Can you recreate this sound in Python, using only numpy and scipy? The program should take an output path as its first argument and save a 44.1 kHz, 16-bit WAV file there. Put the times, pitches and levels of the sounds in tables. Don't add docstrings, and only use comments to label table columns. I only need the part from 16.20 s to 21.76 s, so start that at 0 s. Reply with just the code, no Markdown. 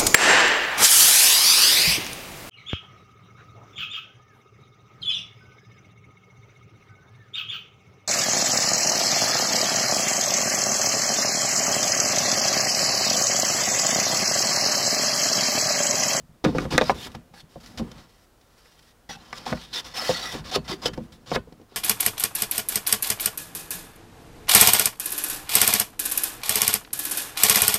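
import sys
import numpy as np
from scipy import signal
from scipy.fft import rfft, irfft, next_fast_len
from scipy.io import wavfile
from scipy.ndimage import uniform_filter1d

SR = 44100
rng = np.random.default_rng(int(sys.argv[2]) if len(sys.argv) > 2 else 0)


def store_pcm(level_fs):
    pcm = np.round(np.clip(level_fs, -1, 1) * 32767).astype(np.int16)
    wavfile.write(sys.argv[1], SR, np.atleast_2d(pcm).T)


def gain_from_db(level_db):
    decades = np.asarray(level_db, float) / 20
    return 10 ** decades


N = 245195

# mode_hz, level_db, t60_s
BOARD_MODES = [(265, -8, .07), (315, -2, .075), (370, -7, .06), (425, -3, .07), (510, 0, .065),
               (570, -5, .05), (630, -4, .05), (700, -4, .05), (780, -2, .045), (880, -3, .04),
               (970, -5, .04), (1070, -4, .045)]
# mode_hz, level_db, t60_s
COUNTER_MODES = [(36, -24, .3), (56, -10.5, .3), (77.5, -13, .22), (97, -8, .17), (121, -4, 0.17),
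                 (144.6, -1.5, .15), (168, -4.5, .15), (199.4, -4.5, .14), (235, -4, .15), (321.6, -6, .12)]


def unit(x):
    return x / np.sqrt(np.mean(x ** 2))


def colour(x, points):
    hz, db = np.transpose(points)
    size = next_fast_len(len(x))
    f = np.fft.rfftfreq(size, 1 / SR) + 1
    gain = gain_from_db(np.interp(np.log(f), np.log(hz), db))
    return irfft(rfft(x, size) * gain, size)[:len(x)]


def resonate(x, hz, width_hz):
    return signal.lfilter(*signal.iirpeak(hz, hz / width_hz, SR), x)


def flicker(rate_hz):
    hold = int(SR / rate_hz)
    levels = np.repeat(rng.standard_normal(N // hold + 1), hold)
    return uniform_filter1d(levels, hold)[:N]


def lag(x, tau_s):
    keep = np.exp(-1 / (tau_s * SR))
    return signal.lfilter([1 - keep], [1, -keep], x)


def hiss():
    # level_hz, density_db per Hz
    hiss_spectrum = [(15, -24), (25, 2), (49, -1.5), (184, -12.5), (513, -13), (572, -12.5), (930, -18),
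                     (1320, -18), (2330, -26.5), (2890, -26), (15800, -33.5)]
    level_db = -59.5 + 0.39 * flicker(0.8)
    return gain_from_db(level_db) * unit(colour(rng.standard_normal(N), hiss_spectrum))


def cabin(x):
    t60_s, level_db, top_hz = 0.11, -17, 2450
    t = np.arange(SR // 3) / SR
    fade = gain_from_db(-60 * t / t60_s) * (t > .003)
    tail = rng.standard_normal(len(t)) * fade
    for _ in range(8):
        even = irfft(np.exp(1j * np.angle(rfft(tail))), len(t))
        tail = fade * even / np.sqrt(uniform_filter1d(even ** 2, size=150) + 1e-12)
    tail = signal.lfilter(*signal.butter(1, top_hz, fs=SR), tail)
    tail = tail / np.sqrt(np.sum(tail ** 2))
    return signal.fftconvolve(x, tail)[:N] * gain_from_db(level_db)


def edge(x):
    # centre_hz, width_hz, level_db
    edge_modes = [(1371, 33, 2), (1740, 82, -10), (1940, 180, -5.5), (2500, 51, -6.5), (2940, 180, -9),
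                  (3145, 56, 2.5), (3374, 100, -2.5), (3617, 200, 1.5), (3900, 130, -1.5), (4310, 140, -1),
                  (4630, 31, 1.5), (5000, 93, 0), (5340, 130, -6.5), (5720, 29, -4), (6260, 120, -12.5),
                  (6860, 63.3, -6), (6860, 31, -18.5)]
    # level_hz, density_db per Hz
    grit_spectrum = [(400, -29.5), (900, -24), (1500, 2), (2600, 1.5), (3500, -2), (5400, 5), (6200, -2),
                     (7500, -32), (9000, -53), (16000, -46)]
    lift_db, wander_db = 5, 5.9
    y = colour(x, grit_spectrum)
    for hz, width_hz, db in edge_modes:
        y = y + gain_from_db(db + lift_db + wander_db * flicker(16)) * resonate(x, hz, width_hz)
    return y


def faces(x):
    # level_hz, density_db per Hz
    fine_spectrum = [(5000, -34.5), (7500, -2.5), (8500, -5.5), (12000, -5), (15000, -17), (17000, 1.5)]
    return unit(edge(x)), gain_from_db(0.9 * flicker(50)) * unit(colour(x, fine_spectrum))


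def stroke_pressure(lean_db):
    # start_s, end_s, start_grit_db, end_grit_db
    scrapes = [(.582, .595, -37.5, -50), (.583, .695, -48, -39), (1.573, 1.61, -36.5, -58),
               (2.89, 2.965, -38.5, -54.5), (3.133, 3.182, -50.5, -39.5), (3.343, 3.459, -47, -51.5),
               (3.46, 3.533, -62, -54), (3.528, 3.605, -36.5, -37.5), (3.641, 3.743, -43.5, -54),
               (3.737, 3.767, -38.5, -33), (3.889, 4.12, -33.5, -41), (4.31, 4.359, -36.5, -20.5),
               (4.443, 4.483, -51, -59), (4.524, 4.566, -37, -63), (4.656, 4.69, -20.5, -56.5),
               (4.732, 4.752, -35.5, -71), (4.762, 4.785, -65, -55), (.241, .258, -25, -49)]
    # start_s, end_s, start_grit_db, end_grit_db
    drags = [(.238, .327, -45, -56), (.27, .345, -58.5, -52.5), (.345, .46, -43, -52.5),
             (.503, .531, -40.5, -30.5), (.519, .581, -35.5, -44.5), (.696, .72, -34.5, -46.5),
             (.868, .881, -40, -62), (.938, .952, -60, -37), (1.596, 1.773, -76, -58),
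             (1.775, 1.88, -51, -73), (2.97, 3.16, -60, -58), (3.165, 3.256, -52, -54),
             (3.253, 3.334, -43.5, -41), (3.613, 3.635, -67, -48.5), (4.119, 4.208, -39, -50.5),
             (4.239, 4.303, -51.5, -44.5), (4.366, 4.388, -32, -90), (4.477, 4.519, -39.5, -36.5),
             (4.574, 4.615, -68, -63), (4.617, 4.658, -43, -40.5), (5.059, 5.096, -53.5, -52),
             (5.098, 5.156, -49.5, -29), (5.155, 5.167, -31, -90), (5.488, 5.556, -68, -60)]
    # start_s, end_s, start_grit_db, end_grit_db
    brushes = [(0, .028, -61.5, -80), (.478, .505, -62, -69), (.741, .87, -50, -42.5),
               (.899, .934, -60, -61), (1.134, 1.208, -57.5, -50.5), (1.205, 1.225, -51, -82),
               (1.288, 1.41, -62, -63), (1.4, 1.425, -51.5, -58), (1.428, 1.577, -51, -65),
               (1.882, 2.054, -66, -68), (2.199, 2.381, -75, -65.5), (2.363, 2.674, -63.5, -65),
               (2.668, 2.728, -60.5, -68.5), (3.745, 3.775, -41, -32), (3.775, 3.8, -32, -34.5),
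               (3.8, 3.886, -32, -30.5), (3.886, 3.96, -45, -45), (3.99, 4.15, -42.5, -43),
               (4.398, 4.445, -77, -66), (4.815, 4.86, -66, -68), (4.92, 4.981, -47, -75),
               (4.973, 5.06, -80, -72)]
    # hum, rumble, fine hiss [dB over grit]
    scrape_stirs_db, drag_stirs_db, brush_stirs_db = (-5.5, -14.5, -11.5), (1.5, 4, -24), (-7.5, -15, -3.5)
    fine_slope, easy_db = 0.443, -41
    t = np.arange(N) / SR
    press = gain_from_db(lean_db + np.array([[-30], [-34.5], [-3.0], [-60]]))
    for strokes, stirs_db in ((scrapes, scrape_stirs_db), (drags, drag_stirs_db), (brushes, brush_stirs_db)):
        for start_s, end_s, in_db, out_db in strokes:
            on = slice(int(start_s * SR), int(end_s * SR))
            grit_db = np.interp(t[on], [start_s, end_s], [in_db, out_db])
            force = gain_from_db(grit_db + np.array([0, *stirs_db])[:, None])
            press[:, on] = np.maximum(press[:, on], force)
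    press[3] *= (gain_from_db(easy_db) / np.maximum(press[0], gain_from_db(easy_db))) ** fine_slope
    return press


def slides():
    # time_s, rumble_db
    lean = [(0.0, -68), (0.29, -61), (0.42, -35), (0.52, -45), (0.71, -36), (0.84, -42), (1.05, -58),
            (1.28, -58.5), (1.63, -40), (1.97, -67.5), (2.9, -66), (3.13, -55), (3.69, -51.5), (4.09, -44),
            (4.69, -45.5), (4.89, -51.5), (5.17, -54), (5.56, -60)]
    sway_db, sway_hz = -6, 56
    lean_db = np.interp(np.arange(N) / SR, *np.transpose(lean))
    grit_press, hum_press, rumble_press, fine_press = stroke_pressure(lean_db)

    grain_sizes = gain_from_db(2.4 * np.minimum(rng.exponential(size=N), 3))
    grains = grain_sizes * rng.standard_normal(N) * (rng.random(N) < .4)
    grit, fine = faces(grains)
    chatter = gain_from_db(1.3 * flicker(150) + 1.3 * flicker(60) + 1.3 * flicker(25))
    rub = (lag(grit_press, .004) * grit + lag(fine_press, .008) * fine) * chatter

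    drag = rng.standard_normal(N) * gain_from_db(1.2 * flicker(90))
    hum = unit(sum(gain_from_db(db) * resonate(drag, hz, 5.2 / t60_s) for hz, db, t60_s in BOARD_MODES))
    rumble = unit(sum(gain_from_db(db) * resonate(drag, hz, 2.0 / t60_s) for hz, db, t60_s in COUNTER_MODES))
    body = unit(resonate(drag, sway_hz, 26) + 0.66 * resonate(drag, 1.75 * sway_hz, 30))
    sway = gain_from_db(lean_db + sway_db + 2.8 * flicker(14)) * body
    return sway + rub * gain_from_db(1.5) + lag(hum_press, .006) * hum + lag(rumble_press, .02) * rumble * gain_from_db(-2.5)


def sing():
    # start_s, end_s, pitch_hz, level_db
    songs = [(1.134, 1.205, 814, -60.5), (1.14, 1.2, 1605, -61.5), (1.17, 1.196, 2690, -63),
             (2.892, 2.912, 810, -44), (2.895, 2.95, 1530, -50), (2.898, 2.942, 1110, -58),
             (2.898, 2.925, 4400, -52), (2.9, 2.935, 5830, -47.5), (2.9, 2.963, 2670, -56),
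             (2.941, 2.976, 807, -52.5), (2.985, 3.015, 2830, -62), (2.997, 3.016, 4050, -58),
             (3.0, 3.025, 802, -62), (3.77, 3.926, 794, -51), (3.787, 3.86, 1296, -44.5),
             (3.82, 3.89, 2000, -42), (3.913, 3.963, 1333, -44), (3.94, 3.985, 1970, -40),
             (3.993, 4.112, 1974, -45), (4.01, 4.076, 1300, -46), (3.95, 4.108, 796, -50.5),
             (3.933, 3.965, 4397, -37), (4.5, 4.2, 801, -56), (4.126, 4.206, 1800, -51.5),
             (4.433, 4.48, 1990, -58), (.625, .648, 3750, -49.5), (.648, .695, 4960, -46),
             (0.746, .88, 3620, -56), (3.536, 3.6, 3550, -43), (3.53, 3.605, 5150, -44.5),
             (3.54, 3.575, 5300, -46), (3.648, 3.729, 3520, -54), (3.764, 3.798, 5300, -36.5),
             (3.771, 3.885, 5150, -40), (3.807, 3.885, 4400, -40.5), (3.97, 4.06, 4580, -42),
             (3.95, 4.1, 3560, -50), (4.472, 4.541, 3700, -52), (4.625, 4.655, 3700, -51),
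             (4.657, 4.67, 3046, -28.5), (4.512, 4.543, 354, -34.5), (4.31, 4.352, 760, -39),
             (4.34, 4.36, 1270, -33), (4.33, 4.36, 3400, -36), (4.515, 4.535, 2050, -46),
             (5.13, 5.16, 3800, -39), (5.135, 5.16, 4400, -40), (.65, .7, 4300, -51),
             (3.9, 4.14, 5650, -46), (3.738, 3.76, 5300, -40)]
    out, pad = np.zeros(N + SR), SR // 25
    flutter = gain_from_db(4.4 * flicker(40))
    for start_s, end_s, hz, db in songs:
        on = slice(int(start_s * SR), int(end_s * SR) + pad)
        press = lag(np.arange(on.start, on.stop) < end_s * SR, 0.0046)
        width_hz = 67 * np.sqrt(hz / 1500)
        tone = resonate(rng.standard_normal(len(press) + pad), hz, width_hz)
        tone = resonate(tone, hz, 2 * width_hz)[pad:]
        out[on] += gain_from_db(db) * press * flutter[on] * unit(tone)
    return out[:N]


def snaps():
    # time_s, snap_db, ping_db
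    snap_events = [(.4065, -28.5, -51.5), (.5793, -6, -12), (.6125, -30, -15), (.6185, -30, -18),
                   (.384, -26.5, -35), (.745, -42.5, -48), (.918, -39, -50), (4.658, -20, -20),
                   (4.663, -20.5, -23), (5.1602, -27, -45), (3.902, -30.5, -32), (4.777, -37, -54)]
    # level_hz, density_db per Hz
    snap_spectrum = [(600, -24), (1500, -0.5), (4000, 2), (6000, -1.5), (8000, -11), (12000, -22),
                     (16000, -30)]
    snap_t60_s, ping_hz, ping_t60_s = 0.0071, 3690, 0.0099
    shape, pings, t = np.zeros(N), np.zeros(N), np.arange(SR // 40) / SR
    for s, snap_db, ping_db in snap_events:
        at = slice(int(s * SR), int(s * SR) + len(t))
        shape[at] += gain_from_db(snap_db - 60 * t / snap_t60_s)
        pings[at] += gain_from_db(ping_db - 60 * t / ping_t60_s) * np.sin(2 * np.pi * ping_hz * t)
    return pings + shape * unit(colour(rng.standard_normal(N), snap_spectrum))


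def ring(modes, t, scatter_db, spread_rad):
    hz, db, t60_s = np.transpose(modes)[:, :, None]
    size, detune, phase = rng.standard_normal((3, len(modes), 1))
    wave = np.sin(2 * np.pi * hz * (1 + .025 * detune) * t + spread_rad * phase)
    y = (gain_from_db(db + scatter_db * size) * wave * gain_from_db(-60 * t / t60_s)).sum(axis=0)
    return y / np.sqrt(uniform_filter1d(y ** 2, size=220).max())


def counter_thump(t):
    push = 1 - np.exp(-t / 0.00047)
    end_fade = np.minimum(1, 20 * (t[-1] - t))
    return ring(COUNTER_MODES, t, 0.88, 1.41) * push * end_fade


def board_ring(t, top_hz, hard_db):
    hz, db, t60_s = np.transpose(BOARD_MODES)
    soft_db = -min(hard_db, 0)
    held_db = db - 5.6 * np.abs(np.log2(hz / top_hz))
    favoured = [top_hz, 5, .88 / np.sqrt(top_hz)]
    contact = [1.3 * top_hz, 5.5 - .3 * soft_db, 0.0078]
    modes = np.vstack([np.transpose([hz, held_db, t60_s]), favoured, contact])
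    push_s = 0.00034 * gain_from_db(.35 * soft_db)
    board = gain_from_db(.06 * soft_db) * ring(modes, t, 1.8, .7) * (1 - np.exp(-t / push_s))
    return signal.lfilter(*signal.butter(2, 0.53 * top_hz, "high", fs=SR), board)


def board_clack(t):
    # mode_hz, level_db, t60_s
    clack_modes = [(1200, -1, .04), (1320, -3, .03), (1480, 0, .035), (1660, 0, .028), (1800, -4, .025),
                   (1950, -2, .028), (2200, -4, .03), (2440, -5, .028), (2650, -9, .022)]
    return ring(clack_modes, t, 1.8, .9) * (1 - np.exp(-t / .0003))


def knocks():
    # time_s, ring_db, top_hz (strongest ring),
    # hard_db (clack over ring), weight_db (thump over ring)
    blows = [(.2415, -10.5, 346, -22, -4.5), (.249, -10.5, 462, -6.5, -20), (0.258, -13, 206, -11, -8.5),
             (0.277, -16.5, 310, -22, -1), (.287, -18.5, 300, -23, -6), (0.349, -15.5, 492, -24, -2),
             (.357, -18, 248, -25, -2), (.384, -16, 336, -1, -8), (.407, -23, 318, -21, 6.5),
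             (0.4528, -21, 530, -12, 2), (0.509, -39, 800, 6, 4), (0.525, -20.5, 328, -1, -12.5),
             (0.536, -17, 277, -17.5, 0.5), (0.548, -18.5, 323, -8, -0.5), (0.58, -6, 534, 0.5, -15),
             (0.6123, -7, 532, -8.5, -13), (.617, -11, 543, -11, -10.5), (0.6962, -3, 809, -9, -24),
             (0.7011, -12, 525, -9.5, -14), (.708, -20.5, 537, -15, -17.5), (0.863, -35.5, 350, -2, -16),
             (0.949, -29, 780, -8.5, -1.5), (0.268, -21, 430, -10, -2), (.297, -23, 240, -30, -1),
             (.325, -24, 253, -28, -1.5), (.368, -22, 300, -26, -4), (.425, -23, 282, -26, -4),
             (1.139, -40, 806, -7, -2.5), (1.175, -51, 760, 6, -21), (1.21, -55.5, 804, -8, -13),
                (1.358, -29, 532, -28, -4), (1.58, -38, 600, -4, -4), (1.5968, -22, 507, -26, -1.5),
                (1.604, -27, 235, -30, 0.5), (1.615, -28, 370, -28, 2), (1.626, -35, 383, -30, -7),
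                (1.645, -34, 360, -30, -4), (1.667, -34.5, 253, -30, -6), (1.785, -45, 570, -20, -2),
                (1.716, -40, 472, -14, 3), (2.457, -51, 515, 1, -12.5),
             (2.894, -33, 790, -11, -8), (3.129, -28.5, 813, 0.5, -15), (3.263, -30, 830, -12, -23),
               (3.265, -21.5, 803, -12, -28), (3.277, -41, 900, 6, 1), (3.297, -42, 820, 10.5, -13),
               (3.3214, -21.5, 301, -13, 5), (3.327, -16, 630, -5, -16), (3.374, -39, 770, 4, -13),
               (3.823, -27, 620, -16, -20), (3.8933, -8, 501, -22, -12.5), (3.902, -18, 470, -21, -15),
               (3.912, -23.5, 500, -25, -16), (4.15, -25.5, 403, -20, -2), (4.361, -10, 406, -33, -21),
               (4.375, -28, 288, -16, 3.5), (4.497, -39, 417, 4, 12), (4.531, -32, 363, -10, -30),
               (4.658, -16, 520, -11, -8), (4.683, -22.5, 367, -32, -28), (4.7767, -21.5, 343, -24, -1.5),
               (4.79, -33.5, 446, -26, -2), (4.802, -35, 330, -33, 5), (5.1165, -14.5, 480, -12.5, -12),
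               (5.121, -20.5, 740, -14, -12), (5.1606, -12, 473, -5.5, -9), (5.172, -27, 497, -15, -2),
               (5.274, -39.5, 447, -30, -0.5), (5.3236, -38, 350, -16, -1.5), (5.398, -41, 417, -18.5, -7),
               (5.414, -42.5, 341, -19, -13), (5.521, -41, 365, -23, -7)]
    # time_s, thump_db
    bumps = [(0.003, -40), (0.035, -39.5), (0.09, -43.5), (.13, -48), (0.955, -39), (0.985, -41),
             (2.892, -35.5), (2.95, -40), (4.715, -33), (4.861, -41), (4.92, -44), (1.1038, -46),
             (1.23, -42), (1.488, -43), (1.75, -40), (4.195, -29.5), (4.732, -34), (5.08, -35),
             (1.572, -36), (4.145, -34)]
    # time_s, crack_db
    ticks = [(0.4527, -47), (.507, -30), (0.534, -30.5), (0.581, -25), (.617, -36), (0.863, -46),
             (0.95, -51), (1.46, -34.5), (1.582, -35), (1.597, -35), (1.715, -36), (2.457, -56.5),
             (2.592, -41.5), (3.127, -30.5), (3.262, -28), (3.277, -30), (3.312, -36.5), (4.143, -26.5),
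             (4.66, -29), (4.68, -24.5), (4.734, -41), (4.777, -45), (4.479, -34), (1.49, -52),
             (2.212, -50.5), (5.082, -53), (5.324, -47.5), (5.414, -54)]
    crack_over_clack_db, crack_fine_db, crack_rise_s = -17, -21, 0.0013
    bump_top_hz = 170
    out, cracks = np.zeros(N + SR), np.zeros(N + SR)
    t = np.arange(SR // 5) / SR
    brief = t[:SR // 12]
    crack = gain_from_db(-60 * t / 0.023) + 0.017 * gain_from_db(-60 * t / 0.07)
    crack = crack * (1 - np.exp(-t / crack_rise_s))

    def at(s):
        return slice(int(s * SR), int(s * SR) + len(t))

    for s, ring_db, top_hz, hard_db, weight_db in blows:
        board = board_ring(brief, top_hz, hard_db) + gain_from_db(hard_db - 2.0) * board_clack(brief)
        out[at(s)][:len(brief)] += gain_from_db(ring_db) * board
        out[at(s)] += gain_from_db(ring_db + weight_db - 3.5) * counter_thump(t)
        cracks[at(s)] += gain_from_db(ring_db + hard_db + crack_over_clack_db) * crack
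    for s, thump_db in bumps:
        out[at(s)] += gain_from_db(thump_db) * signal.lfilter(*signal.butter(2, bump_top_hz, fs=SR), counter_thump(t))
    for s, crack_db in ticks:
        cracks[at(s)] += gain_from_db(crack_db) * crack
    grit, fine = faces(rng.standard_normal(N))
    return out[:N] + cracks[:N] * (grit + gain_from_db(crack_fine_db) * fine)


def scene():
    wood = knocks() + snaps() + slides() + sing()
    return (wood + cabin(wood) + hiss())[None]


def roll_off(x):
    return signal.sosfilt(signal.butter(12, 15850, fs=SR, output="sos"), x)


def record(dry):
    low_hz, top_hz = 29.3, 15750
    heard = signal.lfilter(*signal.butter(1, low_hz, "high", fs=SR), dry)
    heard = np.clip(heard, -1, 1)
    heard = signal.sosfilt(signal.ellip(12, .2, 90, top_hz, fs=SR, output="sos"), heard)
    return roll_off(heard)


dry = scene()
out = record(dry)
store_pcm(out)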